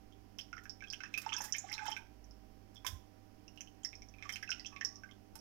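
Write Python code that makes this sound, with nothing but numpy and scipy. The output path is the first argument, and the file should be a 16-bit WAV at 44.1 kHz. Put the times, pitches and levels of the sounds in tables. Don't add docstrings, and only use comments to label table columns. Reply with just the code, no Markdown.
import sys
import numpy as np
from scipy import signal
from scipy.fft import rfft, irfft
from scipy.io import wavfile

SR = 44100
rng = np.random.default_rng(int(sys.argv[2]) if len(sys.argv) > 2 else 0)


def to_wav(s):
    ch = np.atleast_2d(s).T
    pcm = np.round(np.clip(ch, -1, 1) * 32767)
    wavfile.write(sys.argv[1], SR, pcm.astype(np.int16))


N = 238272


def amp(db):
    return 10 ** (np.asarray(db) / 20)


def rms_one(x):
    return x / np.sqrt(np.mean(x ** 2) + 1e-20)


def in_time(rows, column=1, outside=None):
    rows = np.array(rows)
    return np.interp(np.arange(N) / SR, rows[:, 0], rows[:, column], left=outside, right=outside)


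def colour(x, spectrum):
    hz, db = np.transpose(spectrum)
    bin_hz = np.maximum(np.fft.rfftfreq(len(x), 1 / SR), 1)
    gain = amp(np.interp(np.log(bin_hz), np.log(hz), db))
    return irfft(rfft(x) * gain, len(x))


def drift(hz):
    r = np.exp(-2 * np.pi * hz / SR)
    noise = rng.standard_normal(N + SR)
    settled = signal.lfilter([1], [1, -2 * r, r * r], noise)[SR:]
    return rms_one(settled)


def add(out, start_s, sound):
    i = round(start_s * SR)
    out[i:i + len(sound)] += sound[:N - i]


def bubble(hz, cycles, rise_oct):
    life_s = max(cycles, 2) / hz
    t = np.arange(int(2 * life_s * SR)) / SR
    envelope = (1 - np.exp(-t * hz / 3.1)) * amp(-60 * t / (3.87 * life_s))
    turns = np.cumsum(hz * 2 ** (rise_oct * t / life_s)) / SR
    return np.sin(2 * np.pi * turns) * envelope / envelope.max()


# start_s, level_db (relative), pitch_hz, life_cycles
PLOPS = [(0.1244, -53.5, 3300, 6.8), (0.3895, -30, 3080, 3.8), (0.5287, -46.5, 2630, 3.3),
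         (0.529, -35, 1414, 12.6), (0.568, -41, 1360, 8.4), (0.5796, -40, 1890, 4.1),
         (0.655, -40.5, 1560, 3.5), (0.8062, -45, 2280, 11), (0.823, -40, 1586, 8.5),
         (0.839, -40, 2520, 8.8), (0.873, -48, 3270, 26), (0.928, -45, 1585, 7.1), (0.9343, -28, 2900, 2.7),
         (1.004, -38.5, 1480, 8.8), (1.006, -36.5, 2570, 1.6), (1.0365, -30.5, 1650, 2.1),
         (1.057, -44.5, 2580, 7.6), (1.1406, -26.5, 2463, 11.5), (1.1758, -29.5, 2565, 11),
         (1.263, -30.5, 905, 8.6), (1.2918, -32, 2870, 4.8), (1.323, -34.5, 1230, 2.6),
         (1.33, -26, 3300, 9.4), (1.346, -35.5, 1560, 5.3), (1.38, -37.5, 2630, 9.7),
         (1.404, -34, 910, 3.8), (1.4077, -36, 1740, 2.7), (1.484, -47, 1910, 9.9),
         (1.539, -38.5, 2980, 11), (1.55, -29.5, 2340, 3.5), (1.6887, -43.5, 2080, 5.4),
         (1.7398, -27.5, 4050, 7.1), (1.7799, -31.5, 2430, 3.4), (1.792, -35, 1535, 8.8),
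         (1.855, -40, 928, 20), (1.882, -31.5, 848, 5.9), (1.92, -31.5, 3090, 7.2),
         (1.9652, -32, 2385, 5.2), (1.966, -40, 1545, 13), (2.758, -48, 3420, 18), (2.7666, -45, 3320, 26),
         (2.847, -34.5, 1030, 13.6), (2.8469, -41, 2320, 5.4), (2.8656, -25, 3350, 4.9),
         (3.48, -50, 2760, 12), (3.5749, -42, 2860, 9.7), (3.6074, -37, 2750, 2.1),
         (3.6735, -48, 2930, 7.8), (3.8332, -50.5, 3180, 7.7), (3.8486, -39, 1890, 4.4),
         (3.93, -41, 2340, 4), (4.0206, -48.5, 2270, 5.9), (4.1393, -49, 2460, 7.1),
         (4.1842, -49, 2410, 22), (4.225, -33.5, 2270, 2.6), (4.255, -44, 1137, 6.9),
         (4.2933, -26.5, 2100, 2.4), (4.3243, -42.5, 3090, 21), (4.3587, -27, 2700, 1.9),
         (4.427, -38, 1640, 5.7), (4.4302, -35.5, 1980, 5.5), (4.4762, -40.5, 2640, 12),
         (4.492, -35, 1504, 10), (4.516, -42, 1400, 14), (4.5173, -23, 2800, 3.8),
         (4.5945, -48.5, 1950, 11), (4.6476, -39, 2680, 10), (4.659, -35, 3180, 6.3),
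         (4.728, -46, 1110, 1.7), (4.7267, -54, 2500, 10), (4.763, -35.5, 2380, 3.3),
         (4.812, -28, 1830, 5.6), (5.035, -41, 1553, 12.7), (5.0898, -55.5, 2080, 9),
         (5.1123, -45, 3230, 4.6), (5.353, -54.5, 880, 20)]
BEND_OCT = .04


def plops():
    out = np.zeros(N)
    for start_s, level_db, pitch_hz, cycles in PLOPS:
        add(out, start_s, amp(level_db) * bubble(pitch_hz, cycles, BEND_OCT * rng.random()))
        slap = bubble(1.45 * pitch_hz, cycles=2.2, rise_oct=.03)
        add(out, start_s, amp(level_db - 6.0) * slap)
    return out


# start_s, level_db (relative), start_hz, life_cycles, rise_oct (per life)
GLIDES = [(1.321, -33.5, 2200, 20.7, 0.88), (1.542, -39.5, 1592, 18, 0.66), (1.712, -39.5, 1780, 31, 1)]


def glides():
    out = np.zeros(N)
    for start_s, level_db, start_hz, cycles, rise_oct in GLIDES:
        add(out, start_s, amp(level_db) * bubble(start_hz, cycles, rise_oct))
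    return out


# start_s, level_db (relative), pitch_hz
SNAPS = [(0.386, -35, 5500), (0.4114, -36.5, 4990), (0.5662, -51, 5340), (0.6958, -31, 5200),
         (0.884, -49, 5370), (0.902, -27, 4870), (0.927, -34.5, 5760), (1.0346, -40, 5400),
         (1.3384, -28, 6300), (1.3657, -25.5, 5550), (1.4094, -28.5, 6340), (1.524, -20, 5880),
         (1.5838, -22.5, 6740), (1.6978, -40.5, 5500), (1.7285, -28, 5140), (1.8804, -33.5, 5500),
         (1.9158, -33, 5520), (2.2425, -51.5, 5840), (2.3102, -49, 5180), (2.8664, -32.5, 5340),
         (3.4798, -45, 5600), (3.6079, -32, 6050), (3.835, -41.5, 6900), (3.848, -24, 5380),
         (3.9535, -41, 5440), (4.0208, -44.5, 5640), (4.0868, -47, 5800), (4.2919, -41, 5700),
         (4.3235, -37.5, 5600), (4.338, -33, 5160), (4.4273, -39, 5240), (4.492, -38.5, 5540),
         (4.5047, -24, 5440), (4.5965, -32.5, 4850), (4.664, -32, 5860), (4.81, -38, 5550),
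         (4.8489, -20.5, 5500), (4.9575, -40, 5600), (5.3903, -46.5, 5470)]
FILM_DB, FILM_HZ, FILM_SPREAD_OCT = -11, 5550, .04


def snaps():
    films = []
    for start_s, plop_db, *_ in PLOPS:
        film_hz = FILM_HZ * 2 ** (FILM_SPREAD_OCT * rng.standard_normal())
        films.append((start_s, plop_db + FILM_DB, film_hz))
    out = np.zeros(N)
    for start_s, level_db, pitch_hz in SNAPS + films:
        add(out, start_s, amp(level_db) * bubble(pitch_hz, cycles=4.4, rise_oct=0.0041))
    return out


# start_s, level_db (relative), t60_s
SPLASHES = [(0.386, -39.5, 0.016), (0.6363, -58, 0.032), (0.927, -50.5, 0.028), (1.139, -54, 0.021),
            (1.1762, -34.5, 0.024), (1.2151, -39, 0.02), (1.381, -40, 0.026), (1.4162, -40, 0.024),
            (1.4378, -41.5, 0.14), (1.5233, -63, 0.015), (1.563, -42.5, 0.026), (1.717, -48, 0.078),
            (1.855, -49, 0.066), (1.8996, -51.5, 0.073), (1.9662, -48, 0.03), (2.7457, -57.5, 0.04),
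            (2.849, -44.5, 0.046), (2.8642, -27.5, 0.021), (2.874, -44, 0.071), (3.558, -62.5, 0.042),
            (3.6071, -48, 0.017), (3.8476, -50.5, 0.028), (4.2926, -44.5, 0.034), (4.3243, -42, 0.028),
            (4.357, -47, 0.03), (4.4271, -53, 0.03), (4.504, -52, 0.055), (4.845, -48, 0.022),
            (5.3542, -39, 0.022)]
# freq_hz, gain_db
SPATTER = [(700, -14.5), (1500, -6), (3000, -15), (5500, -5), (8000, -11.5), (11000, -12), (15000, -12),
           (16200, -28)]


def splashes():
    gate, t = np.zeros(N), np.arange(SR // 8) / SR
    for start_s, level_db, t60_s in SPLASHES:
        decay = amp(level_db - 60 * t / max(t60_s, .004))
        add(gate, start_s, decay * (1 - np.exp(-t / 0.00095)))
    grit = rng.standard_normal(N) * amp(6.0 * drift(1000.0))
    return gate * rms_one(colour(grit, SPATTER))


# time_s, level_db (relative)
FIZZ = [
    [(0.8, -83), (0.994, -79), (1.274, -58.5), (1.418, -65), (1.544, -71), (1.834, -58.5), (1.87, -52),
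     (1.99, -72), (2.1, -103)],
    [(4.15, -93), (4.248, -63), (4.386, -65.5), (4.452, -88), (4.584, -70), (4.724, -79), (4.95, -82)],
]
DRIPS_DB = -3.5


def fizz(per_s, cycles, top_hz):
    level = sum(amp(in_time(curve, outside=-120)) for curve in FIZZ)
    strength = amp(3.0 * np.minimum(rng.exponential(1, N), 3))
    clicks = (rng.random(N) < per_s / SR) * strength
    pitch_index = rng.integers(0, 16, N)
    out = np.zeros(N)
    for k, hz in enumerate(np.geomspace(1100, top_hz, 16)):
        out += signal.oaconvolve(clicks * (pitch_index == k), bubble(hz, cycles, rise_oct=0.17))[:N]
    return level * rms_one(out) * amp(3.0 * drift(25.0))


# time_s, level_db (relative), pitch_hz (before shake)
GURGLE = [
    [(1.25, -62, 911), (1.306, -67, 887), (1.342, -52, 1000), (1.5, -65, 818)],
    [(1.64, -47.5, 723), (1.684, -68, 750), (1.734, -60, 891), (1.842, -51, 848), (2.0, -53, 925),
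     (2.04, -93, 910)],
    [(4.72, -57, 1138), (4.91, -73.5, 1116), (5.12, -72, 1175)],
]


def gurgle():
    shake = 2 ** (.045 * drift(60.0))
    swell = amp(4.5 * drift(40.0))
    out = np.zeros(N)
    for curve in GURGLE:
        turns = np.cumsum(in_time(curve, column=2) * shake) / SR
        out += amp(in_time(curve, outside=-120)) * swell * np.sin(2 * np.pi * turns)
    return out


VESSEL_T60_S, VESSEL_DB, KITCHEN_T60_S, KITCHEN_DB = 0.068, 0, 0.33, -7.5


def reverberate(x):
    t = np.arange(SR // 2) / SR
    tails = [(VESSEL_T60_S, VESSEL_DB, .002), (KITCHEN_T60_S, KITCHEN_DB, .008)]
    echoes = np.zeros(len(t))
    for t60_s, gain_db, onset_s in tails:
        tail = rng.standard_normal(len(t)) * amp(-60 * t / t60_s)
        tail *= 1 - np.exp(-(t / onset_s) ** 2)
        echoes += amp(gain_db) * tail / np.sqrt(np.sum(tail ** 2))
    return x + signal.oaconvolve(x, echoes)[:N]


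# start_s, push_db (added to each mode)
THUDS = [(2.889, -6.5), (2.927, -0.5)]
# mode_hz, level_db (relative), t60_s
THUD = [(78, -32.5, 0.11), (52.2, -42, 0.2), (139, -53, 0.16)]


def thud():
    out, t = np.zeros(N), np.arange(SR // 2) / SR
    for start_s, push_db in THUDS:
        for mode_hz, level_db, t60_s in THUD:
            envelope = amp(push_db + level_db - 60 * t / t60_s) * (1 - np.exp(-t / 0.012))
            add(out, start_s, envelope * np.sin(2 * np.pi * mode_hz * t))
    return out


# tone_hz, rms_db (relative)
HUM = [(99.9, -67.5), (199.7, -74.5), (242.2, -77.5), (299.8, -73), (399.8, -80), (629.3, -82.5),
       (726.7, -86), (775.2, -75.5), (969, -85.5)]
# time_s, rms_db (relative)
RUMBLE = [(0.0, -65), (0.07, -66.5), (0.96, -73), (1.16, -95), (2.3, -59.5), (2.75, -71), (2.93, -58),
          (3.01, -72), (3.1, -84), (3.62, -70), (3.7, -75), (4.14, -63), (4.33, -77), (4.6, -65.5),
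          (4.81, -76), (5.4, -76)]
RUMBLE_HZ, RUMBLE_DRIFT_HZ = 48.4, 0.83
# (relative, per Hz)
AIR = [(12, -2.5), (20, -5.5), (101, -10.5), (150, -15.5), (193, -8), (293, -8.5), (558, -18), (780, -20),
       (849, -23.5), (3070, -30), (3840, -36.5), (5380, -28.5), (7950, -43), (14700, -37.5), (16000, -41)]
AIR_RMS_DB = -66.0


def appliances():
    t = np.arange(N) / SR
    tones = np.zeros(N)
    for tone_hz, rms_db in HUM:
        level = np.sqrt(2) * amp(rms_db + 1.45 * drift(1.5))
        turns = tone_hz * t + rng.random()
        tones += level * np.sin(2 * np.pi * turns + 0.77 * drift(0.89))
    drone = np.sin(2 * np.pi * RUMBLE_HZ * t + 1.2 * drift(RUMBLE_DRIFT_HZ))
    drone *= np.sqrt(2) * amp(in_time(RUMBLE))
    air = amp(AIR_RMS_DB) * rms_one(colour(rng.standard_normal(N), AIR))
    return tones + drone + air


# centre_hz, width_hz, gain_db (at share 1)
PORT = [(4240, 1030, -7), (5500, 496, 9), (7900, 500, -7.5)]


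def open_port(x, share=1):
    for centre_hz, width_hz, gain_db in PORT:
        a = amp(share * gain_db / 2)
        q = np.pi * width_hz / SR
        c = -2 * np.cos(2 * np.pi * centre_hz / SR)
        x = signal.lfilter([1 + q * a, c, 1 - q * a], [1 + q / a, c, 1 - q / a], x)
    return x


# freq_hz, gain_db
COVER = [(30, -16.5), (100, -18), (300, -29), (900, -32.5), (1500, -48), (16000, -61)]
COVER_LAG_S = .0011
# freq_hz, gain_db
HISS = [(20, 0), (70, -7), (300, -16), (1000, -20.5), (3000, -25), (7000, -31.5), (15000, -32),
        (15600, -61.5)]
HISS_RMS_DB = -75
# start_s, level_db (of the t*exp envelope), rate_per_s
TOUCHES = [(2.309, -47, 300), (2.65, -59, 250), (4.013, -47, 151), (5.338, -47, 170)]


def covered_port(sound):
    out = np.roll(colour(sound, COVER), round(COVER_LAG_S * SR))
    hiss = open_port(colour(rng.standard_normal(N), HISS), share=0.61)
    out += amp(HISS_RMS_DB) * rms_one(hiss)
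    t = np.arange(SR // 10) / SR
    for start_s, level_db, rate_per_s in TOUCHES:
        x = rate_per_s * t
        add(out, start_s, amp(level_db) * np.e * x * np.exp(-x) * (1 - x / 3))
    return out


SOUND_DB, BATTER_DB = 6.0, -5


def scene():
    stream = fizz(per_s=1100.0, cycles=3.9, top_hz=7100)
    droplets = amp(DRIPS_DB) * fizz(per_s=93.0, cycles=11.0, top_hz=3700)
    dry_batter = plops() + glides() + snaps() + splashes() + stream + droplets + gurgle()
    batter = amp(BATTER_DB) * open_port(reverberate(dry_batter))
    sound = amp(SOUND_DB) * (batter + thud() + appliances())
    return np.array([covered_port(sound), sound])


CUTOFF_HZ = 16500


def record(dry):
    return signal.sosfilt(signal.cheby2(20, 50, CUTOFF_HZ, fs=SR, output="sos"), dry)


dry = scene()
out = record(dry)
to_wav(out)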